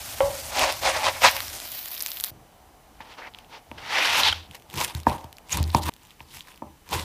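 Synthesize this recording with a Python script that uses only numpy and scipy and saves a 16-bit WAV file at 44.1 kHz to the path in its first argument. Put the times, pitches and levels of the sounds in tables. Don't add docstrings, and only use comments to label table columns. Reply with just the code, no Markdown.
import sys
import numpy as np
from scipy import signal
from scipy.fft import rfft, irfft, next_fast_len
from scipy.io import wavfile

SR = 44100
rng = np.random.default_rng(int(sys.argv[2]) if len(sys.argv) > 2 else 0)


def ratio(d):
    e = np.asarray(d, float) / 20
    return 10 ** e


def generate_wav(sig):
    pcm = np.round(np.clip(np.atleast_2d(sig).T, -1, 1) * 32767).astype(np.int16)
    wavfile.write(sys.argv[1], SR, pcm)


N = 310451
T = np.arange(N) / SR

SHOT_EDGES_S = [
    0,
    2.305,
    5.896,
    7.1,
]
# (peak [s], level [dB], rise [s], fall [s], bite [dB])
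PAN_STROKES = [(0.56, -30.5, 0.056, 0.06, -3.5), (0.624, -20, 0.12, 0.13, -3.5),
               (0.70, -25.5, 0.065, 0.03, -2), (0.834, -22, 0.02, 0.05, -11),
               (0.866, -20.5, 0.05, 0.1, -2.5), (0.97, -24, 0.093, 0.074, -7),
               (1.085, -21, 0.12, 0.028, -2.5), (1.106, -28.5, 0.03, 0.045, -8.5),
               (1.16, -40, 0.07, 0.07, 2), (1.219, -25, 0.005, 0.03, -6), (1.25, -16.5, 0.035, 0.07, 4.5),
               (1.28, -19, 0.054, 0.028, 5), (1.33, -36.5, 0.038, 0.17, 5)]
# (frequency [Hz], level [dB], t60 [s])
BODY_MODES = [(219.9, -1.5, 0.067), (315.9, 3.5, 0.046), (414, -2, 0.0119), (554, 1, 0.0314)]
# (frequency [Hz], level [dB], t60 [s])
TABLE_MODES = [(79.83, -3.5, 0.248), (132.5, -3.5, 0.1104), (201, -13, 0.0336)]


def rms_one(x):
    return x / np.sqrt(np.mean(x ** 2) + 1e-20)


def filtered(x, order, hz, kind):
    return signal.sosfilt(signal.butter(order, hz, kind, fs=SR, output="sos"), x)


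def in_time(*tables):
    columns = []
    for rows in map(np.array, tables):
        columns.append([np.interp(T, rows[:, 0], c, -200, -200) for c in rows[:, 1:].T])
    return np.max(columns, axis=0)


def drift(rate_hz):
    step = 40
    r = np.exp(-2 * np.pi * step * rate_hz / SR)
    slow = signal.lfilter([1], [1, -2 * r, r * r], rng.standard_normal(N // step + 2002))[2000:]
    return np.interp(np.arange(N) / step, np.arange(len(slow)), rms_one(slow))


def colour(x, spectrum):
    hz, db = np.transpose(spectrum)
    size = next_fast_len(N)
    grid = np.log(np.arange(size // 2 + 1) * SR / size + 1)
    gain = ratio(np.interp(grid, np.log(hz), db))
    return rms_one(irfft(rfft(x, size) * gain, size)[:N])


def grains(per_s, spread_db, clump_db):
    born = rng.random(N) < per_s * ratio(clump_db * drift(25)) / SR
    size_db = spread_db * np.minimum(rng.exponential(1, N), 6)
    return born * ratio(size_db) * rng.choice([-1, 1], N)


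def layered(x, edges_hz, levels_db, patchy_db, count=2):
    bands = int(count * np.log2(edges_hz[-1] / edges_hz[0]))
    cuts = np.geomspace(edges_hz[0], edges_hz[-1], 1 + bands)
    parts = [filtered(x, 2, c, "band") for c in zip(cuts, cuts[1:])]
    centres, edges = np.log(cuts[1:] * cuts[:-1]) / 2, np.log(edges_hz)
    power, home = np.var(parts, axis=1), np.searchsorted(edges, centres) - 1
    own_db = [10 * np.log10(power[home == k].sum() + 1e-12) for k in range(len(levels_db))]
    wanted = np.array(levels_db) - np.array(own_db)[:, None]
    place = np.interp(centres, (edges[1:] + edges[:-1]) / 2, np.arange(len(wanted)))
    out = 0
    for k, (part, p) in enumerate(zip(parts, place)):
        below, above = wanted[int(p)], wanted[int(np.ceil(p))]
        blend = below * (1 - p % 1) + above * (p % 1)
        out = out + (-1) ** k * part * ratio(blend + patchy_db * drift(22.0))
    return out


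def ring(clicks, hz, t60):
    r, w = ratio(-60 / (t60 * SR)), 2 * np.pi * hz / SR
    return signal.lfilter([0, np.sin(w)], [1, -2 * r * np.cos(w), r * r], clicks + 1e-18)


def strike(times, levels_db, modes, soft_s):
    clicks = np.zeros(N)
    clicks[(np.array(times) * SR).astype(int)] = ratio(np.array(levels_db))
    touch = np.hanning(int(soft_s * SR) + 3)
    clicks = np.convolve(clicks, touch / touch.sum())[:N]
    return sum(ratio(db) * ring(clicks, hz, t60) * (-1) ** k for k, (hz, db, t60) in enumerate(modes))


def ticks(rows, cycles, burst_s):
    length = 300
    out, t = np.zeros(N + length), np.arange(length) / SR
    for (s, db, hz, top_db), noise in zip(rows, rng.standard_normal((len(rows), length))):
        swell = t * hz * np.exp(1 - t * hz / cycles) / cycles
        body = np.sin(2 * np.pi * hz * t) * swell
        spray = signal.lfilter([1, -1], [1, -.85], noise * np.exp(-t / burst_s))
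        spray_db = min(top_db + 11, db + 1)
        start = int(s * SR)
        out[start:start + length] += ratio(db - 5.5) * body + ratio(spray_db) * spray / np.abs(spray).max()
    return out[:N]


def strokes(rows, ranges=((0, 0, 0), ()), roundness=1.295):
    t = np.arange(N // 16 + 1) * 16 / SR
    out = np.full((len(ranges) - 1, len(t)), -200.)
    for s, db, rise, fall, *bite in rows:
        away = np.where(t < s, (s - t) / abs(rise), (t - s) / abs(fall))
        here = np.searchsorted(SHOT_EDGES_S, t, "right") == np.searchsorted(SHOT_EDGES_S, s, "right")
        level = np.where(here, db - 20 * away ** roundness, -200)
        out = np.maximum(out, [level + gain + share * sum(bite) for _, gain, share in ranges[:-1]])
    return [np.interp(T, t, row) for row in out]


def rubbed(x, rows, ranges, patchy_db, count, roundness=1.295):
    edges_hz = [r[0] for r in ranges]
    return layered(x, edges_hz, strokes(rows, ranges, roundness), patchy_db, count=count)


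def sweep(x, hz, width):
    out, state = np.zeros(N), np.zeros(4)
    for i in np.flatnonzero(hz[::256] > 0) * 256:
        r = np.exp(-np.pi * width * hz[i] / SR)
        a = [1, -2 * r * np.cos(2 * np.pi * hz[i] / SR), r * r]
        gain = (1 - r * r) ** 2
        block = x[i:i + 256]
        out[i:i + 256], state = signal.lfilter([gain, 0, -gain], np.convolve(a, a), block, zi=state)
    return out / np.std(out[hz > 0])


def kitchen(x, wet_db):
    t = T[:SR // 2]
    t60_s = 0.424
    tail = rng.standard_normal(len(t)) * ratio(-60 * t / t60_s) * (t > .008)
    tail = filtered(tail, 1, [250, 1500], "band")
    return x + ratio(wet_db) * signal.fftconvolve(x, tail / np.sqrt(np.sum(tail ** 2)))[:N]


def near_reflections(x):
    echoes = [(.013, 0.333), (.029, -0.413), (.047, .45)]   # (delay [s], gain)
    return x + sum(gain * np.roll(x, int(s * SR)) for s, gain in echoes)


def room_tone():
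    # (frequency [Hz], density [dB per Hz])
    air_spectrum = [(18, -75), (30, -1.5), (55, 0.5), (100, -7), (353, -9), (382, -18), (413, -8.5),
                    (551, -10.5), (755, -3.5), (1340, -17), (4370, -24), (5830, -26), (15800, -27)]
    # (frequency [Hz], level [dB rms])
    whine = [(3000, -79.5), (6000, -82)]
    tones = sum(ratio(db + 6.5 + 3 * drift(6)) * np.sin(2 * np.pi * hz * T) for hz, db in whine)
    air = colour(rng.standard_normal(N), air_spectrum)
    boom = signal.sosfiltfilt(signal.butter(1, [450, 1100], "band", fs=SR, output="sos"), air)
    boom_lost = 0.697 * (T > SHOT_EDGES_S[2])
    return ratio(-54) * (air - boom_lost * boom) + tones


def frying():
    # (time [s], vigour [dB], bareness of the pan [0-1])
    sizzle = [(0.0, -41, 0.19), (0.43, -40.5, 0), (0.79, -42, 0.11), (1.19, -42.5, 0.1),
              (1.23, -37.5, 0.78), (1.36, -40, 0.64), (1.6, -41.5, 0), (1.7, -38, 0.88), (2.14, -43, 1),
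              (2.31, -43, 0.99)]
    # (frequency [Hz], density [dB per Hz])
    fizz_spectrum = [(120, -57), (200, 1.5), (499, -6.5), (621, 5.5), (1040, -4), (2110, -11), (3940, -17),
                     (5400, -16), (7600, -16), (9800, -12), (12500, -2), (14700, 0.5), (15800, -6.5)]
    fizz_edges_hz = [220, 2500, 7000, 10000, 15900]
    covered_db = [-8, -0.03, -2.5, -7.5]
    bare_db = [-20, -1.74, -17, 0.1]
    vigour_db, bare = in_time(sizzle)
    fine = rms_one(grains(9000, spread_db=2.0, clump_db=3.0))
    bursts = signal.lfilter([1], [1, -.96], np.abs(grains(450, spread_db=2.6, clump_db=3.0)))
    share_db = -7 + 6 * np.clip(bare, 0, 1)
    big = rms_one(bursts * rng.standard_normal(N)) * ratio(share_db)
    levels_db = [vigour_db + a + (b - a) * bare for a, b in zip(covered_db, bare_db)]
    return layered(colour(fine + big, fizz_spectrum), fizz_edges_hz, levels_db, patchy_db=1.0, count=3)


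def burner():
    # (peak [s], level [dB], rise [s], fall [s])
    jolt = [
        (0.23, -32.5, 0.051, 0.154),
    ]
    flame = filtered(rng.standard_normal(N), 2, [45, 100], "band")
    lift_s, fade_db_per_s = 1.393, 33
    burner_db = -48 - fade_db_per_s * np.maximum(T - lift_s, 0)
    push_db = strokes(PAN_STROKES)[0] - 19.5
    rumble_db = np.max([burner_db, strokes(jolt)[0], push_db], axis=0)
    return ratio(rumble_db) * rms_one(flame)


def spatula_in_pan():
    # (time [s], peak [dB])
    pan_knocks = [
        (0.205, -5),
        (0.2087, -12),
    ]
    # (frequency [Hz], level [dB], t60 [s])
    pan_modes = [(556.3, -3, 0.22), (642, -5.5, 0.33), (765.7, -4, 0.12), (878.6, -1.5, 0.13),
                 (1000, -2, 0.37), (1118, -4, 0.25)]
    blade_modes = [(548, 0, .05), (940, -5, .04), (1400, -12, .015), (2100, -8, .009), (3100, -10, .007)]
    # (frequency [Hz], density [dB per Hz])
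    rub_spectrum = [(88, -59), (150, -19.5), (250, -2.5), (460, -89.5), (535, -5), (685, -4), (844, 2.5),
                    (1440, -2.5), (2220, 3.5), (2490, 1.5), (4230, -8), (7480, -25.5), (14000, -29)]
    # (lower edge [Hz], level [dB], share of bite)
    push_ranges = [(273, 0, 0), (1510, -7, 0.906), (4000, -1.3, 0.51), (11000,)]
    catches = grains(6000, spread_db=2.2, clump_db=1.5)
    hum = rms_one(sum(ratio(db) * ring(catches, hz, t60) for hz, db, t60 in pan_modes))
    rub = colour(catches, rub_spectrum) + ratio(-12.5) * hum
    scrape = rubbed(rub, PAN_STROKES, push_ranges, patchy_db=2.0, count=2, roundness=1.452)
    s, db = np.transpose(pan_knocks)
    knock = strike(s, db - 4.0, blade_modes, soft_s=.0001) + strike(s, db - 24, pan_modes, soft_s=0.000346)
    knock = filtered(knock, 2, 440, "high")
    return scrape + kitchen(knock, wet_db=-13)


def oil_spits():
    # (time [s], peak [dB], frequency [Hz], top edge [dB])
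    spit_rows = [(0.594, -10, 2630, -18), (0.7246, -9, 13000, -20), (1.3125, -6, 10000, -32),
                 (1.3165, -18.5, 5300, -28), (1.3597, -18, 5510, -28.5), (1.3663, -14, 2630, -20),
                 (1.4045, -10, 4080, -14), (1.482, -18, 5200, -29), (1.6013, -18.5, 5150, -26),
                 (1.7186, -8.5, 12500, -35), (1.8582, -17.5, 10900, -28), (1.884, -18, 10700, -15),
                 (1.95, -14.5, 12100, -33.5), (2.0056, -12.5, 5500, -26.5), (2.0236, -4.5, 11100, -26),
                 (2.0622, -9, 4570, -12), (2.105, -7.5, 12800, -38.5), (2.1175, -16.5, 3550, -25),
                 (2.1712, -14, 3360, -32), (2.2003, -12, 4000, -23), (2.2092, -9.5, 11500, -25.5),
                 (2.2389, -4, 4200, -13), (2.2446, -2.5, 12400, -27.5), (2.2695, -15.5, 12300, -33)]
    return filtered(ticks(spit_rows, cycles=0.638, burst_s=0.00045), 2, 900, "high")


def spatter():
    # (time [s], peak [dB], frequency [Hz], top edge [dB])
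    drops = [(1.1902, -23.5, 5400, -36.5), (1.2064, -26, 3620, -40), (1.2164, -24, 3200, -32),
             (1.9214, -31.5, 13600, -32), (1.9667, -19.5, 3500, -44), (1.979, -19.5, 5000, -30),
             (1.9944, -17, 13900, -38), (2.0104, -9.5, 5060, -30), (2.0354, -25, 4620, -31),
             (2.071, -14.5, 6020, -33.5), (2.0834, -20, 11700, -29.5), (2.0886, -19.5, 12800, -29),
             (2.1444, -30.5, 11900, -31.5), (2.2055, -14.5, 11000, -35.5), (2.2458, -13, 12000, -28.5),
             (2.2844, -22, 9370, -36), (2.2964, -16.5, 11200, -38.5)]
    return ticks(drops, cycles=0.7, burst_s=0.00044)


def clacks():
    # (time [s], peak [dB], frequency [Hz], top edge [dB])
    clack_rows = [
        (5.0685, -15, 1713, -35),
        (5.745, -15.5, 1000, -47),
        (5.748, -16.5, 2437, -51.5),
        (3.984, -8.5, 2060, -43.5),
        (4.108, -16, 2580, -46),
        (4.234, -2, 3940, -32),
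        (4.327, -17.5, 1404, -42),
        (1.2472, -4, 2600, -30),
    ]
    return ticks(clack_rows, cycles=2.08, burst_s=0.00077)


def bubble_pops():
    # (time [s], peak [dB], frequency [Hz], top edge [dB])
    pop_rows = [(1.3014, -23, 5590, -27), (1.3494, -17.5, 5410, -27), (1.3584, -23, 5510, -27),
                (1.3663, -20.5, 5330, -27), (1.4212, -22, 5750, -39), (1.4254, -24.5, 5000, -35),
                (1.4364, -28.5, 5520, -38), (1.4484, -24.5, 5130, -36.5), (1.4694, -28, 5090, -37),
                (1.4904, -23.5, 5540, -38.5), (1.5904, -28, 5040, -34), (1.7599, -30.5, 5640, -32),]
    return ratio(-3.0) * ticks(pop_rows, cycles=3.0, burst_s=.0015)


def hollow():
    # (peak [s], level [dB], rise [s], fall [s])
    swells = [
        (1.32, -43.5, .04, 0.087),
        (1.45, -47, 0.053, 0.103),
    ]
    fizz = ring(grains(900, spread_db=2.5, clump_db=6.5), 5300, .0025)
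    return ratio(strokes(swells)[0]) * rms_one(fizz)


def blows(rows):
    # (frequency [Hz], level [dB], t60 [s])
    face_modes = [(847, -1, 0.0046), (922, 1, 0.01793), (1043, -11, 0.0084), (1748, -22.5, 0.017),
                  (2480, -31, 0.022)]
    loose_modes = [(314.8, -10, 0.135), (599.4, -6.5, 0.117), (717.2, -8.5, 0.126), (794.4, -5.5, 0.17),
                   (883.4, -4.5, 0.157), (999, -12, 0.2), (1064.7, -10.5, 0.07), (1162, -8, 0.062),
                   (1288.5, -13, .08)]
    s, knock_db, body_db, thud_db = np.transpose(rows)
    face = strike(s, knock_db + .5, face_modes, soft_s=0.00016)
    body = strike(s, body_db + 4.5, BODY_MODES, soft_s=0.000564)
    loose = strike(s, body_db - 0.5, loose_modes, soft_s=0.000576)
    thud = strike(s, thud_db - 0.5, TABLE_MODES, soft_s=0.0022)
    return kitchen(face + body, wet_db=-22) + near_reflections(loose) + thud


def table_shake():
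    # (peak [s], level [dB], rise [s], fall [s])
    leans = [(2.36, -47.5, 0.068, 0.13), (3.72, -49, 0.047, 0.574), (4.2, -42.5, 0.194, 0.246),
             (4.5, -45.5, 0.021, 0.05), (4.78, -33, 0.0767, 0.134), (4.98, -40, 0.097, 0.085),
             (5.08, -24, 0.0163, 0.0975), (5.58, -27.5, 0.064, 0.159), (5.77, -24.5, 0.03, 0.085),
             (5.89, -27.5, 0.087, 0.1), (5.92, -63.5, 0.03, 0.037), (6.37, -51.5, 0.214, 0.096),
             (6.63, -42.5, 0.031, 0.13), (6.92, -31, 0.027, 0.059), (6.965, -29, 0.05, 0.098)]
    push = rng.standard_normal(N)
    swing = sum(ratio(db) * ring(push, hz, 0.89 * t60) * (-1) ** k
                for k, (hz, db, t60) in enumerate(TABLE_MODES))
    creak = sum(ratio(db) * ring(push, hz, t60) for hz, db, t60 in BODY_MODES[:2])
    level_db = np.maximum(strokes(leans)[0], -65.5)
    return ratio(level_db - 2.5) * (rms_one(swing) + ratio(-6.0) * rms_one(creak))


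def drag():
    # (peak [s], level [dB], rise [s], fall [s], bite [dB])
    drag_strokes = [(3.011, -41, 0.01, 0.042, -3), (3.12, -49, 0.175, 0.085, 3),
                    (3.188, -37, 0.025, 0.093, -4.5), (3.235, -40, 0.06, 0.06, -4.5),
                    (3.275, -36.5, 0.053, 0.0246, -7), (3.38, -53, 0.104, 0.116, -0.5),
                    (3.546, -41, 0.0567, 0.061, 0), (3.784, -36.5, 0.0145, 0.039, 1),
                    (3.982, -28, 0.1567, 0.246, 6.5), (4.08, -30.5, 0.206, 0.21, 11),
                    (4.18, -28, 0.169, 0.169, 12.5), (4.195, -39, 0.071, 0.055, 24),
                    (4.279, -29, 0.315, 0.049, 10.5), (4.328, -34, 0.0083, 0.015, 9.5),
                    (4.345, -45.5, 0.03, 0.126, 4)]
    # (frequency [Hz], density [dB per Hz])
    wood_spectrum = [(120, -64), (200, -25.5), (273, -16), (372, -18), (455, -10), (693, -5), (896, 5.5),
                     (1020, 1.5), (3100, 2), (4080, -2.5), (7740, -9), (12200, -2), (15800, -9)]
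    # (lower edge [Hz], level [dB], share of bite)
    drag_ranges = [(200, 0, 0), (762, -4.5, 0.738), (3230, -6, 1), (9100, -31.5, 1.52), (15900,)]
    # (time [s], level [dB], resonance [Hz])
    short_gap = [(3.17, -61.5, 1500), (3.19, -47.5, 1500), (3.23, -46, 1800), (3.275, -43, 2200),
                 (3.295, -60.5, 2200)]
    long_gap = [(3.82, -50, 1920), (3.98, -22, 2314), (4.12, -26, 2500), (4.18, -24.5, 2900),
                (4.22, -32.5, 3120), (4.24, -16.5, 3690), (4.286, -14, 3320), (4.321, -33.5, 3440),
                (4.47, -55.5, 3600)]
    rub = colour(grains(6000, spread_db=1.0, clump_db=2.5), wood_spectrum)
    gap_db, gap_hz = in_time(short_gap, long_gap)
    oily = grains(6000, spread_db=1.5, clump_db=4.5)
    gap = ratio(gap_db) * sweep(oily, gap_hz, width=0.554)
    return rubbed(rub, drag_strokes, drag_ranges, patchy_db=-1.0, count=3) + gap


def tongs():
    # (time [s], peak [dB], frequency [Hz], top edge [dB])
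    releases = [(3.0056, -26, 1900, -54), (3.139, -30, 3200, -59), (3.338, -29, 3450, -64),
                (3.3475, -19.5, 3150, -59.5), (3.3873, -24, 2900, -46), (3.4465, -34.5, 2980, -65.5),
                (3.528, -30, 2500, -62.5), (3.715, -21.5, 2508, -52)]
    return ticks(releases, cycles=.75, burst_s=.001)


def sway():
    # (peak [s], level [dB], rise [s], fall [s])
    swings = [(4.27, -41, 0.061, .06), (4.316, -33, 0.027, 0.0184), (4.365, -40, 0.042, .08),
              (4.41, -44, .08, 0.045), (5.55, -31.5, 0.0218, 0.046), (5.69, -31.5, 0.12, 0.091),
              (5.87, -33.5, 0.037, 0.055)]
    return ratio(strokes(swings, roundness=1.69)[0] + 2.5) * np.sin(2 * np.pi * 82.95 * T)


def squeaks():
    # (time [s], level [dB], frequency [Hz], length [s])
    slips = [
        (4.325, -22.5, 3008, 0.00606),
        (4.546, -48, 10800, 0.0128),
        (5.522, -22, 6197, 0.01266),
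    ]
    out = 0
    for s, db, hz, length in slips:
        noise = filtered(rng.standard_normal(N), 1, [hz * 1.03, hz * 1.1], "band")
        swell = np.clip(1 - ((T - s) / length * 2 - 1) ** 2, 0, 1)
        out = out + ratio(db) * rms_one(noise) * swell
    return out


def saw():
    # (peak [s], level [dB], rise [s], fall [s], bite [dB])
    saw_strokes = [(4.554, -43.5, 0.05, 0.0336, 5), (4.72, -57, 0.048, 0.1, 6),
                   (4.804, -28.5, 0.07, 0.091, 3), (4.844, -32.5, 0.088, 0.0245, 8.5),
                   (4.88, -40.5, 0.053, 0.089, 5), (4.95, -51.5, 0.0115, 0.13, 10),
                   (5.082, -27, 0.0217, 0.082, -8.5), (5.109, -30.5, 0.038, 0.157, -11),
                   (5.532, -40, 0.0434, 0.1, 15.5), (5.59, -32.5, 0.094, 0.058, -6.5),
                   (5.7, -49, 0.076, 0.091, 7), (5.772, -37, 0.059, 0.036, 8),
                   (5.835, -40.5, 0.0243, 0.029, 12.5), (5.86, -35.5, 0.0214, 0.0214, 10),
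                   (5.885, -33.5, 0.026, 0.057, 6), (6.1, -61.5, 0.18, 0.089, 8),
                   (6.21, -51, 0.0197, 0.045, -0.5), (6.31, -56.5, 0.033, 0.12, 13.5),
                   (6.371, -55.5, 0.106, 0.084, 15.5), (6.5, -49.5, 0.077, 0.099, 1.5),
                   (6.93, -30, 0.0475, 0.227, 1), (7.0, -36.5, 0.08, 0.045, -1)]
    # (frequency [Hz], density [dB per Hz])
    crust_spectrum = [(190, -7.5), (330, -11.5), (394, -16.5), (545, -11), (641, -16), (976, -1.5),
                      (1310, -11), (3620, -2), (4120, -2), (14800, 1), (15800, -22)]
    # (lower edge [Hz], level [dB], share of bite)
    saw_ranges = [(345, 0, 0), (1182, 0.1, 0.96), (6630, -11.5, 0.902), (15800,)]
    tear = rms_one(grains(2600, spread_db=2.5, clump_db=3.5)) + 0.244 * rng.standard_normal(N)
    return rubbed(colour(tear, crust_spectrum), saw_strokes, saw_ranges, patchy_db=2.5, count=2)


def crust_snaps():
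    # (time [s], peak [dB], frequency [Hz], top edge [dB])
    snap_rows = [(4.5116, -25.5, 2960, -47.5), (4.7005, -28.5, 3360, -43), (4.7405, -25, 2540, -35.5),
                 (4.758, -21.5, 3100, -36), (4.782, -26.5, 2700, -12.5), (4.83, -21.5, 3540, -35.5),
                 (4.8465, -10, 3400, -16), (4.95, -17.5, 4060, -32.5), (5.0013, -30, 5600, -41),
                 (5.033, -30, 3930, -46), (5.243, -34, 3310, -43), (5.328, -32, 3284, -38),
                 (5.369, -29, 4700, -53), (5.384, -28, 2655, -45), (5.4745, -45.5, 4810, -63.5),
                 (5.495, -25, 2400, -37), (5.5721, -12, 10250, -24.5), (5.6286, -17, 5040, -22),
                 (5.64, -14.5, 4480, -53), (5.6774, -31, 3640, -42), (5.718, -32.5, 8000, -43.5),
                 (5.703, -18.5, 4100, -49), (5.7481, -4.5, 5030, -32.5), (5.89, -18, 2480, -48.5),
                 (5.9208, -38, 3050, -58.5), (5.9378, -28, 3630, -40.5), (5.9644, -36, 3230, -44.5),
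                    (6.051, -38, 2840, -39.5), (6.107, -29.5, 3260, -56), (6.205, -23.5, 2530, -61),
                    (6.34, -32, 2190, -41), (6.3703, -26, 2480, -41.5), (6.4074, -17.5, 3370, -39.5),
                    (6.4726, -36.5, 2170, -43), (6.576, -36, 2940, -47)]
    return ticks(snap_rows, cycles=.75, burst_s=.001)


def crumbs():
    # (time [s], peak [dB], frequency [Hz], top edge [dB])
    cracks = [(4.535, -35.5, 1955, -55), (4.5984, -34.5, 3020, -47), (4.6224, -35, 3170, -50),
              (4.7104, -28, 3080, -45.5), (4.7314, -27, 2520, -39), (4.7744, -21.5, 2680, -35),
              (4.7895, -19.5, 2700, -29), (5.0873, -24.5, 3380, -40.5), (5.0974, -13.5, 4040, -42),
              (5.1114, -25, 2450, -47), (5.1824, -26, 3210, -52.5), (5.996, -42, 2997, -63.5),
              (6.0334, -33, 6980, -50), (6.0706, -36.5, 3500, -52.5), (6.1144, -36.5, 2510, -60.5),
              (6.196, -34.5, 2560, -56.5), (6.3091, -34, 3080, -59), (6.3214, -31.5, 5180, -53),
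              (6.347, -24.5, 5780, -44), (6.3604, -35, 2530, -47), (6.3824, -32, 2480, -54.5),
              (6.3964, -30.5, 3040, -45), (6.4507, -38, 2190, -58), (6.4837, -31, 1710, -46),
              (6.4874, -34.5, 3820, -48.5), (6.5186, -29.5, 2600, -59), (6.544, -32.5, 2730, -54),
              (6.5597, -33, 5500, -51), (6.869, -37.5, 1607, -57.5), (6.8903, -28, 2240, -35.5),
              (6.9112, -25, 3160, -33)]
    return ratio(-2.0) * ticks(cracks, cycles=0.73, burst_s=0.0014)


def press():
    # (time [s], level [dB])
    s, db = (5.603, -14.5)
    return strike([s], [db], TABLE_MODES[:1], soft_s=0.0017)


def wet_thread():
    # (time [s], length [s], from [Hz], to [Hz], level [dB])
    s, length, from_hz, to_hz, db = (6.237, .025, 5400, 4000, -63)
    u = np.clip((T - s) / length, 0, 1)
    turns = length * (from_hz * u + (to_hz - from_hz) * u ** 2 / 2)
    return ratio(db) * np.sin(np.pi * u) * np.sin(2 * np.pi * turns)


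def scene():
    # (time [s], knock peak [dB], board body [dB], table thud [dB])
    blow_rows = [(2.312, -56, -54, -41), (3.004, -25.5, -51, -50.5), (3.714, -28, -40.5, -43.5),
                 (4.947, -33.5, -47.5, -20), (5.068, 1, -19.5, -23), (5.242, -28, -46, -33.5),
                 (5.601, -29, -36, -15), (5.747, 0, -22.5, -13.5), (5.889, -15, -34, -43.5),
                 (6.205, -30.5, -52.5, -42.5), (6.621, -21, -35.5, -45)]
    last_shot_s = SHOT_EDGES_S[2]
    early = [row for row in blow_rows if row[0] < last_shot_s]
    late = [row for row in blow_rows if row[0] > last_shot_s]
    pan = frying() + burner() + spatula_in_pan() + oil_spits()
    hands = ratio(-2.0) * (drag() + saw()) + tongs() + crust_snaps() + squeaks() + table_shake() + press()
    sounds = [pan, blows(early) + hands, blows(late) + hands * (T > last_shot_s)]
    shots = 0
    for x, start, end in zip(sounds, SHOT_EDGES_S, SHOT_EDGES_S[1:]):
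        shots = shots + filtered(x, 2, 45, "high") * (T >= start) * (T < end)
    cracks = spatter() + clacks() + bubble_pops() + crumbs() + wet_thread()
    return (shots + room_tone() + cracks + hollow() + sway())[None]


def roll_off(x):
    return signal.sosfilt(signal.butter(12, 16830, fs=SR, output="sos"), x)


def record(dry):
    low_pass = signal.cheby2(12, 28, 15650, fs=SR, output="sos")
    mix = signal.sosfilt(low_pass, np.clip(dry, -.93, .93))
    return roll_off(mix)


dry = scene()
out = record(dry)
generate_wav(out)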